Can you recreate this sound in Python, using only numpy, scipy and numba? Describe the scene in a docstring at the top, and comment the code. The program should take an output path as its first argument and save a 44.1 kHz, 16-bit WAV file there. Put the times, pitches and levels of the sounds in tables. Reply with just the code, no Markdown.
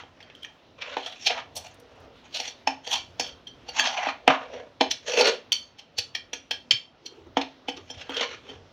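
"""Over distant town noise, a steel hand trowel works dry soil in a plastic pot on a tiled porch.
From the start it scrapes and pats: dragged grit rattles blade and pot, blows ring one and thump the other.
From 1.6 to 2 s, crumbs drop off the lifted blade and tick on the steel; then the work grows louder.
At 4.3 s comes the hardest blow on the pot, with the first of five soft, low handling thumps.
Scraping and patting go on to the end, and the porch adds a short echo to them all along."""
import sys
import numpy as np
from scipy import signal
from scipy.fft import rfft, irfft
from scipy.io import wavfile
from scipy.ndimage import uniform_filter1d
from numba import njit

SR = 44100
rng = np.random.default_rng(int(sys.argv[2]) if len(sys.argv) > 2 else 0)


def generate_wav(signal):
    """Clip the signal to [-1, 1] and save it as 16-bit WAV at the path in sys.argv[1]."""
    frames = np.transpose(np.atleast_2d(signal))
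    scaled = np.clip(frames, -1, 1) * 32767
    pcm = np.round(scaled).astype(np.int16)
    wavfile.write(sys.argv[1], SR, pcm)


N = 384552

# Tone curves for the town, the rasp of soil and the hiss of fine grit: f/Hz, level/dB
TOWN_TONE = [(25, -16.5), (87, 2.5), (200, -6.5), (263, 2), (326, -4), (591, -3), (1040, -10), (2160, -15),
             (3160, -13.5), (6210, -25), (8140, -43), (12200, -44.5), (16000, -42)]
RASP_TONE = [(700, -22), (1000, -14.5), (1700, -10.5), (3100, -5.5), (4450, -12), (4900, -18.5),
             (5400, -13), (6400, -14.5), (7400, -25.5), (8500, -42.5)]
GRIT_TONE = [(7000, -28.5), (7600, -0.5), (8600, 2), (13400, -5), (15100, -2), (16000, -23)]
# Scrapes: t/s at full pressure, rise/s, hold/s, rasp level/dB, pot level/dB above the rasp,
# pot f/Hz, soil fineness/dB (higher is brighter)
SCRAPES = [(0.0, .01, 0.012, -46.5, -8, 823, -17), (0.836, 0.083, .1, -40.5, -2, 550, -20),
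           (0.978, 0.027, 0.15, -42.5, -12, 653, -10.5), (1.22, 0.1, 0.064, -42, -17, 668, -7),
           (1.295, 0.017, 0.093, -37.5, -4.5, 693, -18.5), (1.556, 0.0084, 0.024, -44, -3, 600, 7.5),
           (1.628, 0.12, 0.05, -47, -3.5, 700, -5.5), (1.803, .15, 0.25, -74, 17.5, 485, -1.5),
           (2.256, 0.03, 0.0093, -51, -2.5, 853, -13), (2.345, 0.037, 0.062, -34.5, -10.5, 608, -5.5),
           (2.461, 0.054, 0.0059, -35.5, -23, 684, -7), (2.87, 0.03, 0.047, -33.5, -9.5, 770, -8.5),
           (2.932, 0.041, 0.012, -25, -8, 820, -5), (3.21, 0.028, 0.056, -38.5, -9.5, 561, -11),
           (3.775, 0.084, 0.14, -29, -3, 784, -12.5), (3.99, 0.047, 0.087, -28, -2.5, 726, -19.5),
           (4.303, 0.0049, 0.012, -22, -2.5, 628, -29), (4.367, 0.016, 0.057, -42.5, -1, 590, -25.5),
           (4.593, 0.54, 0.021, -47.5, 11, 542, -17.5), (5.09, 0.052, 0.19, -28.5, -3, 506, -11.5),
           (5.204, 0.051, 0.077, -23.5, 0, 483, -10.5), (7.12, 0.16, 0.15, -77, 30.5, 377, -4.5),
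           (7.767, 0.035, 0.012, -52, 10.5, 358, -18), (7.987, 0.2, 0.028, -44, -7, 609, -11.5),
           (8.183, 0.14, 0.048, -30.5, -3.5, 482, -16.5), (8.275, 0.038, 0.067, -43.5, -1, 441, -14.5),
           (8.48, 0.35, 0.075, -53.5, 6, 448, -16)]
# Modes, the tones that blade and pot ring with: f/Hz, level/dB, time to fade by 60 dB/s
BLADE_MODES = [(1260, -18, .3), (1670, -14, .2), (1850, -13, .15), (2350, -10, .22), (2600, -9, .25),
               (2830, -13, .15), (3170, 0, .36), (3420, -6, .3), (4200, -12, .28), (4500, -6, .38),
               (5290, -7, .3), (5830, -8, .28), (6400, -11, .36), (7140, -20, .15)]
POT_MODES = [(263, -12, 0.37), (395.7, -18.5, 0.18), (487.8, -2.5, 0.13), (634.6, -8.5, 0.11),
             (713.9, -2.5, 0.066), (800, 2, 0.027), (890.2, -5, 0.12)]
# How freely the main blade mode sounds while dragged through soil: t/s, level/dB
DRAG_RINGING = [(2.4, -8), (2.95, 10), (3.8, 0), (4.05, -6), (7.9, 1.5)]
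# Blows: t/s, blade level/dB, pot level/dB, crunch level/dB, brightness f/Hz, contact time/ms,
# main mode boost/dB
TROWEL_BLOWS = [(0.033, -70, -44.5, -48, 2500, 3.9, 4), (0.203, -54, -55, -45.5, 2250, 1.7, -16),
                (0.227, -49, -76, -51, 4500, 1.1, 6), (0.299, -79, -51, -47.5, 1920, 0.85, -25),
                (0.349, -44.5, -80, -62, 3980, 3, 10.5), (0.42, -35, -68, -60, 3080, 13.3, 20),
                (0.446, -36, -71, -42, 1830, 0.93, -10), (0.808, -53, -48, -29.5, 2480, 14.4, -38),
                (0.968, -65, -21.5, -29.5, 1920, 0.54, -26), (1.057, -68, -39.5, -30.5, 4120, 6, -2),
                (1.25, -20, -28, -16, 4120, 23.8, -9), (1.3, -50, -26, -24, 2620, 6.9, -13),
                (1.564, -47, -41.5, -32, 7000, 1.4, -20), (2.393, -36, -32, -28, 4340, 9.8, -21),
                (2.469, -33, -44.5, -36.5, 4050, 12, -13), (2.67, -21.5, -15.5, -21.5, 2200, 5.2, -23),
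                (2.869, -29.5, -36, -46, 3770, 7.4, -5), (3.195, -24, -24.5, -26, 4230, 3.7, -23),
                (3.467, -43.5, -75, -34.5, 3000, 6, 7), (3.677, -32.5, -36, -41, 3270, 16.4, -0.5),
                (3.792, -13.5, -36, -26.5, 3560, 5.3, 13.5), (4.066, -57, -21, -32, 2740, 4.4, -6.5),
                (4.276, -87, -7.5, -10, 1530, 2.57, -8), (4.808, -38, -15, -15.5, 2900, 2.3, -12),
                (4.904, -40, -66, -19, 4900, 9.7, -10), (5.205, -42, -19, -15.5, 4300, 6, -24),
                (5.52, -17.5, -67, -16.5, 4760, 0.75, 3), (5.776, -53, -54.5, -40, 4150, 19, -7),
                (5.976, -28, -38, -19.5, 5360, 12, -30), (6.147, -25, -43, -29.5, 3370, 4.9, -2),
                (6.33, -30, -37, -30, 2760, 2.6, -7), (6.509, -23.5, -34, -23, 3020, 1.05, -0.5),
                (6.709, -15.5, -40, -11.5, 3440, 0.55, -3.5), (7.051, -35, -56.5, -37.5, 4660, 13, -1),
                (7.368, -27.5, -14, -21, 1850, 2.9, -3), (7.41, -61, -30.5, -27.5, 3060, 5.4, -23),
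                (7.68, -33, -25.5, -26.5, 2720, 7, 1), (7.758, -47, -62, -42.5, 3770, 15, -6),
                (7.897, -33.5, -40.5, -58, 3440, 7.1, 2), (8.094, -36.5, -30, -41, 2840, 0.47, 21),
                (8.142, -31.5, -54, -60, 3160, 2.1, 16), (8.165, -43, -54, -26, 3500, 5.1, -3),
                (8.207, -30, -26, -23.5, 2570, 4.3, -6), (8.481, -45.5, -44, -40, 3000, 17.7, 8)]
# Boost of the pot's lowest mode, set by where the blade lands: t/s, level/dB
POT_BASS_BOOST = [(1.3, -15), (2.67, 5), (4.3, 1.5), (5.5, -10), (6.0, -4.5), (7.7, 14)]
# Falling crumbs: t/s, level/dB
CRUMB_TICKS = [(1.639, -59), (1.68, -64), (1.742, -60), (1.799, -58.5), (2.002, -68)]
# Soft, low handling thumps: t/s, level/dB, f/Hz
LOW_BUMPS = [(4.291, -33.5, 155), (5.985, -42, 95), (6.733, -39, 119.3), (7.679, -54, 85), (7.97, -43, 85)]


def undb(db):
    """Turn decibels into a factor to multiply by."""
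    return 10 ** (np.asarray(db) / 20)


def unit(x):
    """Scale a sound to an average (rms) level of 1."""
    return x / np.sqrt(np.mean(x ** 2))


def peak(x, db):
    """Scale a sound so that its loudest 4 ms have this level."""
    return x * undb(db) / np.sqrt(uniform_filter1d(x ** 2, SR // 250).max())


def colour(x, curve):
    """Turn lows and highs up or down along a tone curve."""
    hz, db = np.transpose(curve)
    f = np.arange(len(x) // 2 + 1) * SR / len(x) + 1
    return irfft(rfft(x) * undb(np.interp(np.log(f), np.log(hz), db, left=-90, right=-90)), len(x))


def fade(t60, length_s=.5):
    """A fade that is 60 dB down after t60 seconds."""
    return np.exp(-np.log(1000) * np.arange(int(length_s * SR)) / SR / t60)


def wander(rate):
    """A smooth random wobble of size about 1, with `rate` new values a second."""
    step = int(SR / rate)
    levels = np.repeat(rng.standard_normal(N // step + 1), step)
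    return unit(uniform_filter1d(uniform_filter1d(levels, step), step)[:N])


@njit
def bandpass(x, hz, q):
    """Keep the sound near a pitch that may move; a higher q keeps a narrower band."""
    y, band, low = np.empty(len(x)), 0., 0.
    for i in range(len(x)):
        g = np.tan(np.pi * hz[i] / SR)
        v = (band + g * (x[i] - low)) / (1 + g * (g + 1 / q))
        band, low, y[i] = 2 * v - band, low + 2 * g * v, v / q
    return y


def main_share(hz, main_hz=3200):
    """Near 1 for the main blade mode, falling to 0 for its neighbours."""
    return np.exp(-(10 * np.log2(hz / main_hz)) ** 2)


def ring(modes, start_s, ring_share, scatter_db, split_hz, centre_hz=None):
    """Struck modes fade from start_s on; each is two close tones that throb, at a chance level."""
    t = np.arange(SR // 2) / SR
    out = 0
    for (hz, db, t60), (luck, a, b, phase) in zip(modes, rng.standard_normal((len(modes), 4))):
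        if centre_hz:
            db = db - 3 * np.log2(hz / centre_hz) ** 2
        first = np.sin(2 * np.pi * (hz + split_hz * a) * t + np.pi * phase)
        second = 1.09 * np.sin(2 * np.pi * (hz + split_hz * b) * t)
        faded_db = 60 * np.maximum(t - start_s, 0) / (t60 * ring_share)
        out = out + undb(db + scatter_db * luck * (1 - main_share(hz)) - faded_db) * (first + second)
    return out


def town(level_db=-55):
    """Far rumble and hiss in bands that swell together and flicker alone; the bass comes in gusts."""
    out, swell, gust = 0, wander(3.544), wander(7.7)
    for hz in 30 * 2. ** np.arange(0, 9.1, .5):
        band = bandpass(rng.standard_normal(N), np.full(N, hz), q=3.34)
        out = out + band * undb(1.5 * swell + 2.6 * wander(14) + 2.8 * gust * (hz < 130))
    return undb(level_db) * unit(colour(out, TOWN_TONE))


def pressure(rise_db=26, fall_db_per_s=339.5, dulling=0.043):
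    """Each scrape rises, holds and fades, duller when light; in overlaps the louder one sets the tone."""
    t = np.arange(0, N / SR + .002, .002)
    full_s, rise_s, hold_s, rasp_db, pot_db, pot_hz, fine_db = np.transpose(SCRAPES)[:, :, None]
    rising = np.maximum(rise_db * (full_s - t) / np.maximum(rise_s, .005), 0)
    falling = np.maximum(fall_db_per_s * (t - full_s - hold_s), 0)
    below_full_db = np.minimum(rising + falling, 150)
    power = undb(2 * (rasp_db - below_full_db))
    total = power.sum(axis=0)
    fine_db = fine_db - dulling * np.minimum(below_full_db, rise_db)
    blended = [np.sum(power * curve, axis=0) / total for curve in (pot_db, pot_hz, fine_db)]
    return [np.interp(np.arange(N) / SR, t, curve) for curve in [np.sqrt(total)] + blended]


def grains():
    """A stream of soil grains of uneven size; clods break up, which limits the largest."""
    return unit(rng.standard_normal(N) * undb(np.minimum(3.5 * rng.exponential(size=N), 15)))


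def scrapes():
    """Grains slip along the blade in jerks, rattling steel and pot; the soil damps the steel."""
    gain, pot_db, pot_hz, fine_db = pressure()
    jerk = undb(3.3 * wander(45) + 2.7 * wander(200))
    force = grains() * jerk
    bend = 1 + .025 * wander(12)  # soil presses unevenly on the blade and bends its pitch

    def band(hz, q, flicker_db, rate):
        """One band of the rasp; fine dry soil favours the highs, clods the lows."""
        tilt_db = 0.9 * (fine_db + 13.0) * np.log2(hz / 3000)
        noise = bandpass(grains() * jerk, hz * bend, q)
        return noise * undb(tilt_db + flicker_db * wander(rate)) / np.sqrt(hz)

    soil = sum(band(hz, q=7., flicker_db=4., rate=22) for hz in 1000 * 2 ** np.arange(0, 3.1, .25))
    clear = undb(0.14 * (fine_db + 1.5))  # clods muffle the steel, fine soil lets it sound
    main_db = np.interp(np.arange(N) / SR, *np.transpose(DRAG_RINGING))
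    # the contact wanders over the blade, so each mode comes and goes
    steel = sum(undb(0.6 * db + main_db * main_share(hz)) * np.sqrt(hz)
                * band(hz, q=21., flicker_db=5.5, rate=14) for hz, db, _ in BLADE_MODES)
    rasp = unit(colour(soil, RASP_TONE)) + unit(colour(steel, RASP_TONE)) * clear
    rasp /= np.sqrt(uniform_filter1d(rasp ** 2, SR // 8))  # even out slow swells
    hollow = force
    for _ in range(3):
        hollow = bandpass(hollow, pot_hz, q=1.8)
    walls = signal.fftconvolve(force, ring(POT_MODES, 0, .6, scatter_db=0.37, split_hz=11.8))[:N]
    pot = unit(unit(hollow) + undb(-12.0) * unit(walls))
    # sand cracks in bursts, coarse and fine grains each in their own time
    cracks = sum(bandpass(grains() * jerk, np.full(N, hz), q=2.) * undb(4.5 * wander(80))
                 for hz in (8500., 13500.))
    grit = unit(colour(cracks, GRIT_TONE)) * undb(1.8 * (fine_db + 7))
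    # the free part of the blade rings on after the soil lets go
    blade_ring = ring(BLADE_MODES, 0, .75, scatter_db=2., split_hz=30.)
    free = signal.fftconvolve(gain * clear * undb(main_db) * force, blade_ring)[:N]
    free *= np.sqrt(np.mean(gain ** 2) / np.mean(free ** 2))
    return gain * (rasp + undb(pot_db) * pot + undb(-26.5) * grit) + undb(-18.5) * free


def porch(x, t60=0.24, level_db=-11, dull_hz=4500):
    """Floor and walls send back a short, dull echo."""
    tail = rng.standard_normal(SR // 2) * fade(t60)
    tail[:int(.004 * SR)] = 0
    tail = signal.lfilter(*signal.butter(1, dull_hz, fs=SR), tail)
    return undb(level_db) * signal.fftconvolve(x, tail / np.sqrt(np.sum(tail ** 2)))[:N]


def rattle(noise, modes, scatter_db=5., width_hz=45., valley_db=-17):
    """Noise takes on the blade's tones, blurred while crumbs chatter on the steel."""
    f = np.arange(len(noise) // 2 + 1) * SR / len(noise)
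    humps = 0
    for (hz, db, _), luck in zip(modes, rng.standard_normal(len(modes))):
        height = undb(2.24 * db + scatter_db * luck * (0.5 - main_share(hz)))
        humps = humps + height / (1 + ((f - hz) / width_hz) ** 2)
    return irfft(rfft(noise) * (humps + undb(valley_db)), len(noise))


def blows():
    """Each blow rings blade and pot and crushes some soil; a sliding contact swells slowly."""
    ring_share = 0.62  # hand and soil leave this share of the ringing time
    out, lead, length = np.zeros(N + SR), SR // 50, SR // 2
    t = (np.arange(length) - lead) / SR
    for at_s, blade_db, pot_db, crunch_db, bright_hz, contact_ms, main_db in TROWEL_BLOWS:
        contact_s = contact_ms / 1000
        ring_s = lead / SR + contact_s
        after = np.maximum(t - contact_s, 0)
        rise = np.clip(t / contact_s, 0, 1) ** 2
        # soil or rim damps the steel while they touch; then it rings on more softly
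        touch = rise * (np.exp(-after / 0.0075) + undb(-27))
        coarse, fine = rng.standard_normal((2, length))
        upper_db = 8 * np.log2(bright_hz / 3800)  # brighter blows wake the modes near 4400 Hz more
        steel = [(hz, db + main_db * main_share(hz) + upper_db * (abs(hz - 4400) < 300), t60)
                 for hz, db, t60 in BLADE_MODES]
        blade = ring(steel, ring_s, ring_share, scatter_db=5.5, split_hz=45., centre_hz=bright_hz)
        blade *= touch + rise * undb(-18)
        blade *= 1 + .7 * unit(uniform_filter1d(fine, SR // 150))  # clinging soil roughens the ring
        bass_db = np.interp(at_s, *np.transpose(POT_BASS_BOOST))
        plastic = [(hz, db + bass_db * (hz < 300), t60) for hz, db, t60 in POT_MODES]
        pot = ring(plastic, ring_s, ring_share, scatter_db=1.5, split_hz=6.)
        pot *= rise * (np.exp(-after / 0.0037) + undb(-3.5))
        # loose crumbs are met just before the firm contact
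        crumbs = undb(-21.5) * np.exp(-abs(t) / min(1.3 * contact_s, .004))
        centre_hz = np.full(length, float(bright_hz))
        crunch = bandpass(rattle(colour(coarse, RASP_TONE), steel), centre_hz, q=0.9)
        crunch = bandpass(crunch * (touch + crumbs) * np.exp(-after / 0.029), centre_hz, q=0.57)
        # brighter blows throw more grit
        grit_db = max(blade_db, crunch_db) - 35 + 16 * np.log2(bright_hz / 3300)
        grit = colour(fine, GRIT_TONE) * rise * np.exp(-after / 0.0061)
        blow = peak(blade, blade_db) + peak(pot, pot_db) + peak(crunch, crunch_db) + peak(grit, grit_db)
        out[int(at_s * SR) - lead:][:length] += blow
    return out[:N]


def falling_crumbs():
    """Dry crumbs drop off the lifted blade and tick faintly on the steel."""
    out = np.zeros(N)
    for at_s, db in CRUMB_TICKS:
        burst = rng.standard_normal(SR // 10) * fade(0.044, length_s=.1)
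        tick = bandpass(burst, np.full(len(burst), 6500.), q=.5)
        out[int(at_s * SR):][:len(tick)] += peak(tick, db)
    return out


def low_bumps(rise_s=0.0079):
    """Soft, low handling thumps, each a few low waves that swell and sink."""
    out, t = np.zeros(N + SR), np.arange(SR // 4) / SR
    swell = t / rise_s * np.exp(1 - t / rise_s)
    for at_s, db, hz in LOW_BUMPS:
        out[int(at_s * SR):][:len(t)] += undb(db) * swell * np.sin(2 * np.pi * hz * t)
    return out[:N]


def scene():
    """Both channels carry the same mix, a little louder on the right."""
    low_cut = signal.butter(6, 225, "high", fs=SR, output="sos")
    trowel = signal.sosfilt(low_cut, blows() + scrapes() + falling_crumbs())
    return (trowel + porch(trowel) + town() + low_bumps()) * undb([[-0.45], [0.45]])


def record(dry):
    """A phone close by clips anything past full scale and cuts the highest treble."""
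    treble_cut = signal.ellip(10, .2, 80, 16100, fs=SR, output="sos")
    return signal.sosfilt(treble_cut, np.clip(dry, -1, 1))


dry = scene()
out = record(dry)
generate_wav(out)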